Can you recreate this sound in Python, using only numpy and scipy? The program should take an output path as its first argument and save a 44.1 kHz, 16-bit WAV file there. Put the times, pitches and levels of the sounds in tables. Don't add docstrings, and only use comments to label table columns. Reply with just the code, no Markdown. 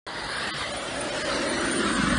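import sys
import numpy as np
from scipy import signal
from scipy.fft import rfft, irfft
from scipy.io import wavfile
from scipy.ndimage import uniform_filter1d

SR = 44100
rng = np.random.default_rng(int(sys.argv[2]) if len(sys.argv) > 2 else 0)


def file_out(sig):
    cols = np.atleast_2d(sig).T
    lim = np.clip(cols, -1, 1)
    pcm = np.round(lim * 32767).astype(np.int16)
    wavfile.write(sys.argv[1], SR, pcm)


def voltage_ratio(level):
    return 10 ** (np.asarray(level, float) / 20)


N = 96358
HOP, SIZE = 128, 1024
CROSSOVER_HZ = 5250
SMOOTH_BELOW_HZ = 700


def evened(x):
    return x / np.sqrt(np.mean(abs(x) ** 2) + 1e-20)


def bell(x, centre, width):
    return np.exp(-.5 * ((x - centre) / width) ** 2)


def plateau(x, centre, half):
    return np.exp(-((x - centre) / half) ** 4)


def band(hz, centre_hz, width_hz):
    shape = bell(hz, centre_hz, width_hz / 2)
    return shape / shape.sum(axis=0)


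def grid():
    hz = np.fft.rfftfreq(SIZE, 1 / SR)[:, None]
    t = np.arange(N // HOP + 9)[None] * HOP / SR
    return hz, t


def noise(power):
    real, imaginary = rng.standard_normal(power.T.shape + (2,)).T
    spectrum = real + 1j * imaginary
    white = signal.istft(spectrum, nperseg=SIZE, noverlap=SIZE - HOP)[1]
    shaped = np.sqrt(power * len(power)) * spectrum
    return signal.istft(shaped, nperseg=SIZE, noverlap=SIZE - HOP)[1][:N] / np.std(white)


def patches(bins, frames):
    hz, t = grid()
    field = rng.standard_normal((t.size, hz.size)).T
    for _ in range(2):
        field = uniform_filter1d(field, size=bins, axis=0)
        field = uniform_filter1d(field, size=frames, axis=1)
    return evened(field)


def read(points, hz):
    f, value = np.transpose(points)
    return np.interp(np.log(hz + 1), np.log(f + 1), value)


# time_s, level_db
APPROACH = [(0.08, -41), (0.5, -36.5), (0.51, -46), (0.63, -33), (0.65, -37.5), (1.01, -37.5), (1.2, -33.5),
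            (1.23, -35), (1.37, -32.5), (1.39, -34.5), (2.17, -33.5), (2.18, -33)]
# frequency_hz, level_db
FAR = [(18, -27), (130, 2.5), (1950, 2.5), (2350, -12.5), (3000, -12.5), (4900, -2), (5600, -26.5),
       (10000, -20)]
# frequency_hz, level_db
NEAR = [(18, -2.5), (800, -3), (1950, -3), (2350, -6.5), (3000, -7), (4900, -10.5), (5500, -16),
        (10000, -18.5)]


def roar(hz, t):
    near = np.clip((t - .11) / (.8 - .11), 0, 1)
    power = voltage_ratio(2 * ((1 - near) * read(FAR, hz) + near * read(NEAR, hz)))
    level_db = np.interp(t, *np.transpose(APPROACH)) - 3
    reference = (hz[:, 0] > 2200) & (hz[:, 0] < 8000)
    return power * voltage_ratio(2 * level_db) / power[reference].sum(axis=0)


def crackle(body):
    rate_per_s, spread_db, level_db = 1500, 3.0, -16
    strength_db = spread_db * np.minimum(rng.exponential(1, N), 5)
    size = voltage_ratio(strength_db) * (rng.random(N) < rate_per_s / SR)
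    u = np.arange(0, .002, 1 / SR) / .0001
    front = (1 - u) * np.exp(-u)
    shocks = evened(np.convolve(size, front)[:N])
    loudness = np.sqrt(abs(uniform_filter1d(body ** 2, size=4000)))
    return voltage_ratio(level_db) * shocks * loudness


# centre_s, length_s, level_db
GUSTS = [
    (0.238, .03, -46.5),
    (0.608, .08, -66),
    (.95, .08, -55),
    (1.604, .03, -40),
    (1.877, .04, -50),
    (2.05, .05, -37.5),
    (2.18, .03, -28),
]


def wind():
    t = np.arange(N) / SR
    steady = voltage_ratio(2 * -53.5)
    power = steady + sum(voltage_ratio(2 * db) * bell(t, s0, span) for s0, span, db in GUSTS)
    spectrum = rfft(rng.standard_normal(N)) * bell(np.fft.rfftfreq(N, 1 / SR), 56.4, 11.8)
    return np.sqrt(power) * evened(irfft(spectrum, N))


# time_s, pitch_hz
PITCH = [(0, 9360), (1.0, 9410), (1.3, 9210), (1.7, 9110), (1.9, 8880), (2.2, 8860)]


def whine_pitch(t):
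    return np.interp(t, *np.transpose(PITCH))


# centre_s, length_s, pitch_hz, width_hz, level_db
BEAMS = [(0.42, 0.069, 1620, 440, -34), (0.604, 0.027, 525, 40, -43.5), (0.84, 0.085, 584, 65, -41),
         (0.712, 0.055, 650, 190, -39.5), (1.95, .012, 7900, 1000, -40.5), (2.03, 0.063, 1240, 200, -37),
         (0.996, 0.066, 617, 180, -36.5), (1.326, 0.14, 564, 61, -32.5), (1.507, 0.045, 604, 30, -35),
         (0.95, 0.14, 265, 114, -41), (1.57, 0.24, 1700, 520, -37.5), (1.66, 0.033, 1590, 280, -34),
         (2.12, 0.046, 580, 65, -37), (0.83, .03, 553, 35, -37), (1.014, .03, 597, 43, -37),
         (1.37, 0.021, 590, 52, -35), (1.6, 0.033, 170, 51, -41), (.73, 0.023, 192, 34, -43),
         (1.62, 0.042, 5000, 240, -52), (1.84, 0.018, 1320, 120, -36.5), (1.97, 0.027, 1120, 120, -38.5),
         (1.8, 0.043, 410, 280, -36.5), (1.4, 0.014, 4100, 400, -45), (1.91, 0.07, 1300, 89, -37.5),
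         (1.77, 0.11, 580, 110, -36.5), (0.42, 0.18, 3560, 1200, -39.5), (1.35, 0.035, 4350, 630, -39),
         (1.26, 0.046, 2600, 600, -53), (1.54, 0.07, 4200, 420, -40), (1.375, 0.02, 5700, 370, -41),
         (2.1, 0.28, 3450, 1600, -38.5), (0.77, 0.12, 3170, 370, -43.5), (0.19, 0.29, 560, 41, -49),
         (0.62, 0.038, 2000, 130, -41), (0.55, 0.02, 165, 50, -44), (0.48, 0.037, 2800, 260, -44)]


def beams(hz, t):
    doppler = whine_pitch(t) / 9200
    return sum(voltage_ratio(2 * db) * bell(t, s0, span) * band(hz, f * doppler, width)
               for s0, span, f, width, db in BEAMS)


# centre_s, length_s, level_db
WHINE = [
    (0.396, 0.096, -47),
    (0.74, 0.056, -54.5),
    (1.01, 0.12, -48.5),
    (1.298, 0.29, -53.5),
    (1.497, 0.01, -37),
    (1.58, .04, -49.5),
    (1.66, 0.043, -39),
    (1.747, 0.03, -36),
    (1.922, 0.038, -39.5),
    (2.112, 0.047, -41),
]


def whine(hz, t):
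    swell = sum(voltage_ratio(2 * db) * bell(t, s0, span) for s0, span, db in WHINE)
    return swell * band(hz, whine_pitch(t), 210)


# time_s, rumble_hz, rumble_db, core_hz, core_db
EXHAUST = [(1.2, 340, -39.5, 1660, -43.5), (1.45, 307, -32, 1650, -41.5), (1.75, 303, -28, 1490, -41),
           (1.9, 272, -27.5, 1390, -30.5), (2.03, 240, -26, 1360, -33.5), (2.18, 189, -27, 1460, -29)]


def exhaust(hz, t):
    s, *columns = np.transpose(EXHAUST)
    rumble_hz, rumble_db, core_hz, core_db = (np.interp(t, s, c) for c in columns)
    rumble = plateau(hz, rumble_hz, 95) ** 2
    core = plateau(hz, core_hz, 480) ** 2
    power = voltage_ratio(2 * rumble_db) * rumble / rumble.sum(axis=0) + voltage_ratio(2 * core_db) * core / core.sum(axis=0)
    fade_in = plateau(np.minimum(t, s[0]), s[0], 0.23)
    return power * fade_in


def jet():
    hz, t = grid()
    power = roar(hz, t) + beams(hz, t) + whine(hz, t) + exhaust(hz, t)
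    depth_db = np.where(hz > CROSSOVER_HZ, 1.5, .6)
    scatter_db = depth_db * patches(bins=6, frames=10)
    scatter_db += .5 * patches(bins=150, frames=4)
    scatter_db += 2.2 * (hz > SMOOTH_BELOW_HZ) * patches(bins=2, frames=24)
    return noise(power * voltage_ratio(2 * scatter_db))


def scene():
    body = jet()
    return (body + crackle(body) + wind())[None]


# centre_s, length_s, centre_hz, width_hz, cut_db
HOLES = [(1.72, .018, 2600, 250, -13), (1.82, .025, 2550, 170, -11), (1.95, .016, 2400, 300, -12),
         (1.225, .025, 990, 60, -12), (2.165, .02, 2400, 200, -13), (1.96, .022, 4050, 150, -14),
         (1.58, .025, 2400, 120, -11), (1.215, .025, 780, 45, -14), (1.89, .04, 2700, 90, -8),
         (2.07, .035, 2450, 100, -9), (1.5, .025, 2700, 150, -11), (1.95, .025, 8450, 90, -12),
         (1.84, .02, 7950, 200, -10), (1.92, .2, 820, 130, -3), (1.9, .3, 9900, 350, -5),
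         (1.49, .022, 6600, 200, -11), (.94, .025, 430, 40, -12), (.7, .025, 8750, 120, -13),
         (.375, .03, 6250, 350, -20), (.8, .025, 7950, 250, -18), (.27, .03, 5600, 150, -18),
         (.33, .07, 8500, 120, -12), (.785, .045, 5000, 140, -20), (1.495, .028, 5400, 230, -20),
         (1.585, .035, 5250, 230, -20), (1.6, .04, 8400, 110, -18), (1.853, .022, 5900, 300, -22),
         (2.07, .11, 5520, 130, -22), (2.088, .024, 9950, 450, -45), (.32, .08, 2500, 80, -14),
         (.68, .05, 2450, 70, -14), (1.78, .06, 2400, 90, -10), (1.5, .025, 3250, 120, -13),
         (.715, .02, 840, 50, -12), (1.37, .04, 3250, 100, -14), (1.59, .03, 6600, 110, -15),
         (1.555, .018, 3300, 130, -12), (2.155, .03, 5600, 220, -35), (.655, .04, 5400, 150, -16)]


def emptied_db(hz, t):
    cut_db = 1.4 * sum(db * plateau(t, s0, span) * plateau(hz, f, width) for s0, span, f, width, db in HOLES)
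    chance = patches(bins=3, frames=10)[:, :t.size]
    cut_db = cut_db - 18 * np.clip(2 * (chance - 1.35), 0, 1) * (hz > 2200)
    bins, frames = 8, 8
    tiles = rng.standard_normal((t.size // frames + 1, hz.size // bins + 1)).T
    tiles = np.kron(tiles, np.ones((bins, frames)))[:hz.size, :t.size]
    return cut_db + 3 * tiles * (hz > CROSSOVER_HZ)


# centre_s, length_s, level_db
WIDE = [
    (0.087, .012, -68),
    (0.373, 0.011, -50),
    (0.471, 0.0085, -47),
    (1.497, 0.011, -59),
]


def band_limit(hz, t):
    edge_hz = 10120 - 70 * t
    top = sum(voltage_ratio(db + 55) * plateau(t, s0, span) for s0, span, db in WIDE)
    return np.where(hz < edge_hz, 1, top * (hz < 10800))


# centre_s, length_s, cut_db, lowest_hz, edge_steepness
GAPS = [
    (.5245, .030, -46, 0, 5),
    (.728, .015, -20, 400, 2),
    (1.111, .020, -18, 700, 2),
    (1.238, .024, -20, 400, 2),
]
# pitch_hz, level_db
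FROZEN = [
    [(200, -48), (323, -42.5), (1104, -44), (1270, -41), (1534, -45), (1766, -49), (1986, -39.5),
     (3009, -48), (3225, -45), (3526, -45), (3688, -48), (3903, -50), (4064, -50), (4231, -49), (4635, -44),
     (4850, -50)],
    [(581.4, -35.5), (1701, -41), (3106, -43), (4054, -44), (5480, -55), (5905, -64), (6761, -49),
     (7547, -70), (9292, -42.5)],
    [(1453, -41), (2164, -50), (2449, -44), (3165, -41.5), (3601, -48), (3849, -45), (4474, -46),
     (4834, -55), (5405, -44.5), (5970, -67), (6821, -73), (7149, -72), (7892, -64), (9033, -50),
     (9943, -77)],
    [(619.1, -34.5), (1238, -40.5), (1642, -36), (2030, -41), (2950, -43.5), (3391, -54), (3903, -66),
     (4334, -53), (4775, -44), (5163, -46), (6971, -69), (8059, -63), (8861, -64), (9249, -52)],
]


def dropouts(x):
    t, hz = np.arange(N) / SR, np.fft.rfftfreq(N, 1 / SR)
    for (s0, span, cut_db, lowest_hz, steep), lines in zip(GAPS, FROZEN):
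        dip = np.exp(-abs((t - s0) / (span / 2)) ** steep)
        left = 1 - (1 - voltage_ratio(cut_db)) * dip
        tones = sum(voltage_ratio(db + .5) * np.sin(2 * np.pi * (f * t + rng.random())) for f, db in lines)
        upper = irfft(rfft(x) * (hz >= lowest_hz), N)
        x = x - (1 - left) * upper + np.sqrt(2 * (1 - left ** 2)) * tones
    return x


def low_pass(x):
    return signal.sosfilt(signal.butter(12, 11030, fs=SR, output="sos"), x)


def record(dry):
    ceiling = .33
    x = ceiling * np.tanh(dry[0] / ceiling)
    x = signal.sosfilt(signal.butter(3, 45, "high", fs=SR, output="sos"), x)
    hz, t, z = signal.stft(x, SR, nperseg=SIZE, noverlap=SIZE - HOP)
    hz = hz[:, None]
    relief = abs(z) / (uniform_filter1d(abs(z), size=9, axis=0) + 1e-12)
    z = z * relief ** (.22 * (hz > SMOOTH_BELOW_HZ))
    z = z * voltage_ratio(emptied_db(hz, t)) * band_limit(hz, t)
    x = signal.istft(z, SR, nperseg=SIZE, noverlap=SIZE - HOP)[1][:N]
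    switch_on = np.clip((np.arange(N) / SR - .0658) / .0004, 0, 1)
    x = dropouts(x) * switch_on
    return low_pass(x[None])


dry = scene()
out = record(dry)
file_out(out)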